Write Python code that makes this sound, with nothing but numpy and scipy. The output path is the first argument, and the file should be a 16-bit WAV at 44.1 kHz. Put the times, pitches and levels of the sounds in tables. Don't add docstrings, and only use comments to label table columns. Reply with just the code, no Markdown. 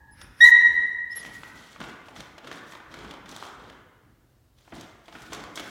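import sys
import numpy as np
from scipy import signal
from scipy.fft import rfft, irfft, next_fast_len
from scipy.io import wavfile
from scipy.ndimage import uniform_filter1d

SR = 44100
rng = np.random.default_rng(int(sys.argv[2]) if len(sys.argv) > 2 else 0)


def wav_record(signal):
    frames = np.transpose(np.atleast_2d(signal))
    bounded = np.clip(frames, -1, 1)
    quanta = np.round(bounded * 32767).astype(np.int16)
    wavfile.write(sys.argv[1], SR, quanta)


def rack_gain(trim_db):
    fader = np.asarray(trim_db, float)
    return 10 ** (fader / 20)


N = 251357
TIME = np.arange(N) / SR

# pitch in Hz, width in Hz, level at the start in dB.
RINGING_PARTIALS = [(1830, 90, -64), (890, 130, -60.5), (1680, 57, -57)]
# frequency in Hz, relative density in dB per Hz.
AIR_SPECTRUM = [(15, -43.5), (25, -19), (43, -3), (92, -5.5), (127, -2), (185, -37), (301, -16),
                (451, -19.5), (2480, -33.5), (2840, -32), (10400, -38.5), (12500, -38), (16000, -35.5)]
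# peak time in seconds, level in dB, time to rise 15 dB in seconds,
# extra level of the deep boom of the boards in dB.
FLOOR_BUMPS = [(0.279, -57, 0.29, 14), (0.719, -53.5, 0.35, 7), (1.289, -50, 0.052, 0.5),
               (1.55, -53, 0.57, -5), (1.81, -44, 0.022, -5), (2.2, -50.5, 0.14, -2),
               (2.5, -49, 0.075, -14), (3.02, -55, 0.26, 8.5), (3.3, -51.5, 0.23, -5), (3.6, -60, 0.11, 14),
               (4.055, -60, 0.017, -11), (4.731, -43.5, 0.015, -1.5), (5.15, -51, .1, -5.5),
               (5.345, -47, 0.091, -1), (5.619, -47, 0.13, -7)]
# frequency in Hz, relative density in dB per Hz.
THUD_SPECTRUM = [(18, -26), (30, -19), (49, 8.5), (86, 7.5), (123, 7.5), (281, 8.5), (500, -14.5),
                 (650, -34), (1100, -120)]
# start in seconds, length in seconds, starting pitch in Hz, glide in Hz per second,
# fundamental level in dB, octave level in dB.
NOSE_WHISTLES = [(0.103, .06, 5120, -500, -69.5, -58.5), (0.214, .012, 5800, -60000, -51, -61.5),
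                 (.222, .03, 4850, -2000, -67.5, -53.5), (1.1, 0.048, 4980, 10987, -46.5, -62),
                 (1.152, 0.039, 5560, -1000, -53.5, -35.5), (1.174, 0.047, 5940, -33000, -51.5, -45)]
# time in seconds, level in dB.
PANT_CONTOUR = [(.12, -76.5), (.17, -61), (.22, -50), (.3, -65), (.36, -65), (.4, -49.5), (.41, -82)]
# frequency in Hz, relative density in dB per Hz.
MOUTH_SPECTRUM = [(290, -41.5), (500, -11.5), (665, -22.5), (859, -15.5), (1650, -5.5), (4350, -22.5),
                  (5310, -12), (7360, -38.5), (9790, -17.5), (15000, -37.5)]
# time in seconds, peak of the crack in dB, panel pitch in Hz,
# treble lift from 6 kHz up in dB, decay time of the crackle in ms.
CREASE_SNAPS = [(0.2142, -35, 1660, 8, 4.4), (1.2504, -26, 2083, 3, 1.9), (1.2609, -34, 2030, 6, 8.9),
                (1.4339, -27.5, 1680, -5.5, 2.6), (1.7609, -34.5, 1170, -23, 4.6),
                (1.8028, -29, 1260, 1, 6.8), (1.8138, -27, 407, -14, 4.75), (1.8386, -34, 1070, 1, 5.6),
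                (2.084, -34.5, 676, -6.5, 6), (2.1621, -32.5, 1330, -2, 5.3), (2.204, -30, 810, 6.5, 4.1),
                (2.3805, -35.5, 727, -2.5, 6.5), (2.4447, -38, 810, -11, 4.8),
                (2.4716, -32.5, 1470, 1, 6.7), (2.514, -26.5, 1260, 2.5, 3.43),
                (2.5261, -32.5, 1800, 3, 5.4), (2.7209, -32, 1800, 5, 4.9), (2.734, -34.5, 1080, -5, 4.4),
                (2.751, -33, 900, -5, 5.5), (2.802, -35, 1390, -11, 2.9), (2.9401, -29, 1250, 2.5, 6.6),
                (2.9886, -35.5, 1960, 6, 4), (3.0469, -34, 910, -6.5, 7.2), (3.1092, -31, 1164, 1, 4.7),
                (3.1377, -34.5, 1210, -1, 4.7), (3.2582, -35.5, 1300, -4, 7.6),
                (3.2912, -32.5, 1460, 24, 2.3), (3.3136, -36, 5830, 23.5, 1.8),
                (3.3633, -27.5, 1290, 19, 2.4), (3.373, -35, 1290, 16, 2.1), (3.426, -24.5, 1350, 1, 2.3),
                (3.4518, -35, 1200, 10, 3.2), (3.6993, -36, 1750, 4, 3.4), (4.6769, -42.5, 630, -18, 5.5),
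                (4.722, -34.5, 720, -32, 8.7), (4.7509, -39, 1196, 21.5, 4.2), (4.8099, -36, 738, 18, 4.1),
                (5.0813, -36, 845, -6, 8.4), (5.1256, -38, 1010, 0, 4.3), (5.151, -33.5, 1160, -21, 10.3),
                (5.219, -39.5, 1680, 22, 9.1), (5.3214, -28.5, 644, -8, 10.6),
                (5.3314, -23.5, 955, 11.5, 5.1), (5.3474, -28.5, 1000, 10, 3.4),
                (5.4386, -29, 1130, 8, 2.4), (5.5562, -27, 3440, 25, 12), (5.5744, -23, 1820, 2, 4.3),
                (5.5957, -25.5, 840, 4.5, 7.9)]
# frequency in Hz, relative density in dB per Hz.
PAPER_SPECTRUM = [(88, -29), (150, -4.5), (328, -4.5), (439, -4.5), (1260, -6.5), (2650, -11.5),
                  (3220, -5.5), (4760, -13.5), (6020, -14.5), (13400, -30.5), (16000, -31)]
# frequency in Hz, width in Hz, relative level in dB.
BAG_HOLLOW = [(321, 32, 2), (130, 12, -1)]
# time in seconds, pitch in Hz, effort (its level) in dB.
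YAP_CONTOUR = [(.403, 1830, -38.5), (.407, 1804, -15.5), (.413, 1890, -9), (.43, 1907, -7),
               (.445, 1903, -5.5), (.456, 1990, -8), (.47, 1974, -16), (.48, 2008, -17.5),
               (.488, 1767, -19), (.505, 1650, -51.5)]
# frequency in Hz, gain in dB.
THROAT_GAIN = [(900, -5), (1900, -1), (2850, -14.5), (3800, -13), (5700, -27.5), (7600, -53), (9500, -38),
               (11400, -43), (13300, -43)]
# start of full level in seconds, hold in seconds, level in dB before the rustle's common lift,
# brightness in dB per octave.
SCUFFS_AND_NUDGES = [(0.518, .33, -70, -2.5), (1.112, .04, -64, 1), (1.161, 0.12, -56, 1.5),
                     (1.336, 0.16, -59.5, 5), (1.556, .18, -59.5, 1), (1.808, 0.089, -57.5, 0),
                     (2.06, 0.034, -65.5, 3), (2.164, 0.041, -55.5, 0.5), (2.45, 0.033, -60.5, -2.5),
                     (2.53, 0.028, -54.5, 0), (2.674, .06, -59, 3.5), (2.917, .2, -61.5, -2),
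                     (3.29, 0.177, -55.5, 0.5), (3.601, .12, -68.5, -3), (4.583, .14, -69.5, 1.5),
                     (4.746, 0.086, -58.5, 0), (5.051, .05, -67, 2), (5.136, 0.17, -59.5, 2),
                     (5.333, 0.024, -50.5, -0.5), (5.42, .03, -86, -1), (5.566, 0.024, -50.5, 1),
                     (5.63, 0.085, -57, 4)]
# frequency in Hz, time to die by 60 dB in seconds,
# echo level in dB before each source's own echo setting.
ROOM_BANDS = [(101.4, 0.29, -1), (300, 1.3, 1), (859, 1.41, -0.5), (1960, 1.426, 1), (3626, 0.97, -8),
              (6600, 0.84, -9.5), (11000, 1.3, -15)]


def evened(x):
    return x / np.sqrt(np.mean(x ** 2) + 1e-20)


def read(points, hz):
    f, value = np.transpose(points)
    return np.interp(np.log(hz + 1), np.log(f + 1), value)


def add(mix, s, sound):
    part = mix[round(s * SR):][:len(sound)]
    part += sound[:len(part)]


def coloured(x, points):
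    size = next_fast_len(len(x))
    gain = rack_gain(read(points, np.fft.rfftfreq(size, 1 / SR)))
    return irfft(rfft(x, size) * gain, size)[:len(x)]


def unfold(rows):
    s, *columns = np.transpose(rows)
    t = np.arange(s[0], s[-1], 1 / SR)
    return [t] + [np.interp(t, s, c) for c in columns]


def ring(x, hz, width):
    return signal.lfilter(*signal.iirpeak(hz, hz / width, SR), x)


def swell(t, start, hold, rise_db_per_s, fall_db_per_s):
    before = np.maximum(start - t, 0)
    after = np.maximum(t - start - hold, 0)
    return rack_gain(-rise_db_per_s * before - fall_db_per_s * after)


def earlier_yap():
    fade_t60_s = 1.7
    tail = np.zeros(N)
    for hz, width, db in RINGING_PARTIALS:
        partial = ring(ring(rng.standard_normal(N), hz, width), hz, width)
        tail += rack_gain(db - 60 * TIME / fade_t60_s) * evened(partial)
    return tail


def room_air():
    level_db = -63
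    return rack_gain(level_db) * evened(coloured(rng.standard_normal(N), AIR_SPECTRUM))


def thumps():
    rise_db, fall_db_per_s, rest_db, deep_hz = 15, 68.5, -71.5, 110
    lumps = rack_gain(2 * evened(uniform_filter1d(rng.standard_normal(N), 1500)))
    thud = evened(coloured(lumps * rng.standard_normal(N), THUD_SPECTRUM))
    deep = signal.filtfilt(*signal.butter(2, deep_hz, fs=SR), thud)
    bumps = np.array([swell(TIME, s, 0, rise_db / rise_s, fall_db_per_s) ** 2
                      for s, _, rise_s, _ in FLOOR_BUMPS])
    _, db, _, deep_db = np.transpose(FLOOR_BUMPS)
    rest = rack_gain(rest_db) ** 2
    upper_gain = np.sqrt(rack_gain(db) ** 2 @ bumps + rest)
    deep_gain = np.sqrt(rack_gain(db + deep_db) ** 2 @ bumps + rest)
    return upper_gain * (thud - deep) + deep_gain * deep


def whistle(start, length, hz, glide, low_db, high_db):
    wobble_hz, arch_power = 40, 1.9
    t = np.arange(0, length, 1 / SR)
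    slow_noise = uniform_filter1d(uniform_filter1d(rng.standard_normal(SR // 10), 150), 150)
    wobble = evened(slow_noise)[:len(t)]
    phase = 2 * np.pi * np.cumsum(hz + glide * t + wobble_hz * wobble) / SR
    arch = abs(np.sin(np.pi * t / length)) ** arch_power
    tones = rack_gain(low_db) * np.sin(phase) + rack_gain(high_db) * np.sin(2 * phase)
    return start, np.sqrt(2) * arch * tones


def pant():
    t, level_db = unfold(PANT_CONTOUR)
    return t[0], rack_gain(level_db) * evened(coloured(rng.standard_normal(len(t)), MOUTH_SPECTRUM))


def snap(s, peak_db, panel_hz, treble_db, ms):
    boom_db, boom_db_per_ms = -10, 2.26
    ring_db, ring_db_ms = -3, 34
    lead = 400
    noise = rng.standard_normal(2048)
    t = np.arange(len(noise)) / SR
    uneven = rack_gain(0.57 * evened(uniform_filter1d(noise[::-1], 30)))
    tick = (2.9 / ms) ** 2 * t / 0.000077 * np.exp(-t / 0.00014)
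    crackle = noise * uneven * (1 - np.exp(-t / .0004)) * np.exp(-t * 1000 / ms)
    crack = coloured(np.pad(tick + crackle, (lead, 2000)), PAPER_SPECTRUM)
    boom = sum(rack_gain(db + boom_db + boom_db_per_ms * ms) * ring(crack, hz, width)
               for hz, width, db in BAG_HOLLOW)
    crack = crack + rack_gain(ring_db + ring_db_ms / ms) * ring(crack, panel_hz, panel_hz / 1.9)
    crack = coloured(crack, [(350, -2.5), (900, 2), (2500, 3.5), (6000, treble_db)])
    return s - lead / SR, rack_gain(peak_db) * (crack + boom) / abs(crack).max()


def yap():
    half_start_db, half_full_db, half_grow_s = -56, -22.5, 0.04
    breath_db, breath_top_s, breath_hold_s, breath_rise, breath_fall = -37.5, .468, .025, 296, 495.5
    jitter_hz = 18
    dull_per_octave, dull_after_db = 1.1, 7
    after = SR // 10
    t, hz, effort_db = unfold(YAP_CONTOUR)
    half_db = half_start_db + (half_full_db - half_start_db) * np.minimum((t - t[0]) / half_grow_s, 1)
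    breath_t = t[0] + np.arange(len(t) + after) / SR
    puff = swell(breath_t, breath_top_s, breath_hold_s, breath_rise, breath_fall)
    jitter = evened(uniform_filter1d(rng.standard_normal(SR // 5), 40))[:len(t)]
    half_phase = np.pi * np.cumsum(hz + jitter_hz * puff[:len(t)] * jitter) / SR
    dull_db = dull_per_octave * np.minimum(effort_db - effort_db.max() + dull_after_db, 0)
    voice = np.zeros(len(t))
    for k in range(1, 15):
        level_db = read(THROAT_GAIN, k * hz / 2) + (k % 2) * half_db + dull_db * max(np.log2(k / 2), 0)
        voice += rack_gain(level_db) * np.cos(k * half_phase)
    voice = np.pad(np.sqrt(2) * rack_gain(effort_db) * voice, (0, after))
    hiss = coloured(rng.standard_normal(len(voice)), [(500, -10.0), (3000, -9.5), (5000, -9.0),
                                                      (6300, 2.5), (7500, -5.0), (15000, -12.0)])
    return t[0], voice + rack_gain(breath_db) * puff * evened(hiss)


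def scuffs_and_rustle():
    clump_db, patch_db, lift_db = 1.3, 1.8, 7
    rise_db_per_s, fall_db_per_s = 697, 151.5
    clumps = rack_gain(clump_db * evened(uniform_filter1d(rng.standard_normal(N), 600)))
    sizes = rack_gain(1.7 * np.minimum(rng.exponential(1, N), 5))
    grains = sizes * (rng.random(N) < 1500 / SR)
    grains = signal.oaconvolve(grains, np.exp(-np.arange(300) / 50))[:N]
    hiss = coloured(rng.standard_normal(N) * clumps * (2.1 + evened(grains)), PAPER_SPECTRUM)
    hz, t, z = signal.stft(evened(hiss), SR, nperseg=256)
    octaves = np.log2(np.clip(hz, 300, 16000) / 6800)[:, None]
    patches = uniform_filter1d(uniform_filter1d(rng.standard_normal(z.shape), 10, 0), 3, 1)
    power = sum((rack_gain(db + bright * octaves) * swell(t, s, hold, rise_db_per_s, fall_db_per_s)) ** 2
                for s, hold, db, bright in SCUFFS_AND_NUDGES)
    shaped = z * np.sqrt(power) * rack_gain(lift_db + patch_db * evened(patches))
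    return signal.istft(shaped, SR, nperseg=256)[1][:N]


def room(x, wet_db, build_s):
    length, spacing = 2 * SR, 16
    taps = np.zeros(length)
    at = np.arange(300, length - spacing, spacing)
    taps[at + rng.integers(0, spacing, len(at))] = rng.choice([-1., 1.], len(at))
    taps *= 1 - np.exp(-np.arange(length) / (build_s * SR))
    hz, t, z = signal.stft(taps, SR, nperseg=256)
    band_hz, t60, echo_db = np.transpose(ROOM_BANDS)
    t60 = read(np.c_[band_hz, t60], hz)[:, None]
    echo_db = read(np.c_[band_hz, echo_db], hz)[:, None]
    fall = rack_gain(-60 * t / t60 + echo_db) / np.sqrt(t60)
    tail = signal.istft(z * fall, SR, nperseg=256)[1]
    energy = SR / spacing / (6 * np.log(10))
    return x + rack_gain(wet_db) * signal.fftconvolve(x, tail / np.sqrt(energy))[:N]


def scene():
    voice, nose, bag = np.zeros((3, N))
    for row in NOSE_WHISTLES:
        add(nose, *whistle(*row))
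    add(nose, *pant())
    for row in CREASE_SNAPS:
        add(bag, *snap(*row))
    add(voice, *yap())
    calls = room(voice, 3, .04) + room(nose, -2, .03)
    touches = room(bag, 3.5, .015) + room(scuffs_and_rustle(), 0.71, .012)
    return (calls + touches + earlier_yap() + thumps() + room_air())[None]


def top_cut(x):
    return signal.sosfilt(signal.butter(12, 15900, fs=SR, output="sos"), x)


def record(dry):
    knee, ceiling = .55, .82
    span = ceiling - knee
    over = np.maximum(abs(dry) - knee, 0)
    rounded = np.sign(dry) * (np.minimum(abs(dry), knee) + span * np.tanh(over / span))
    finished = signal.lfilter(*signal.butter(3, 33, "high", fs=SR), rounded)
    return top_cut(finished)


dry = scene()
out = record(dry)
wav_record(out)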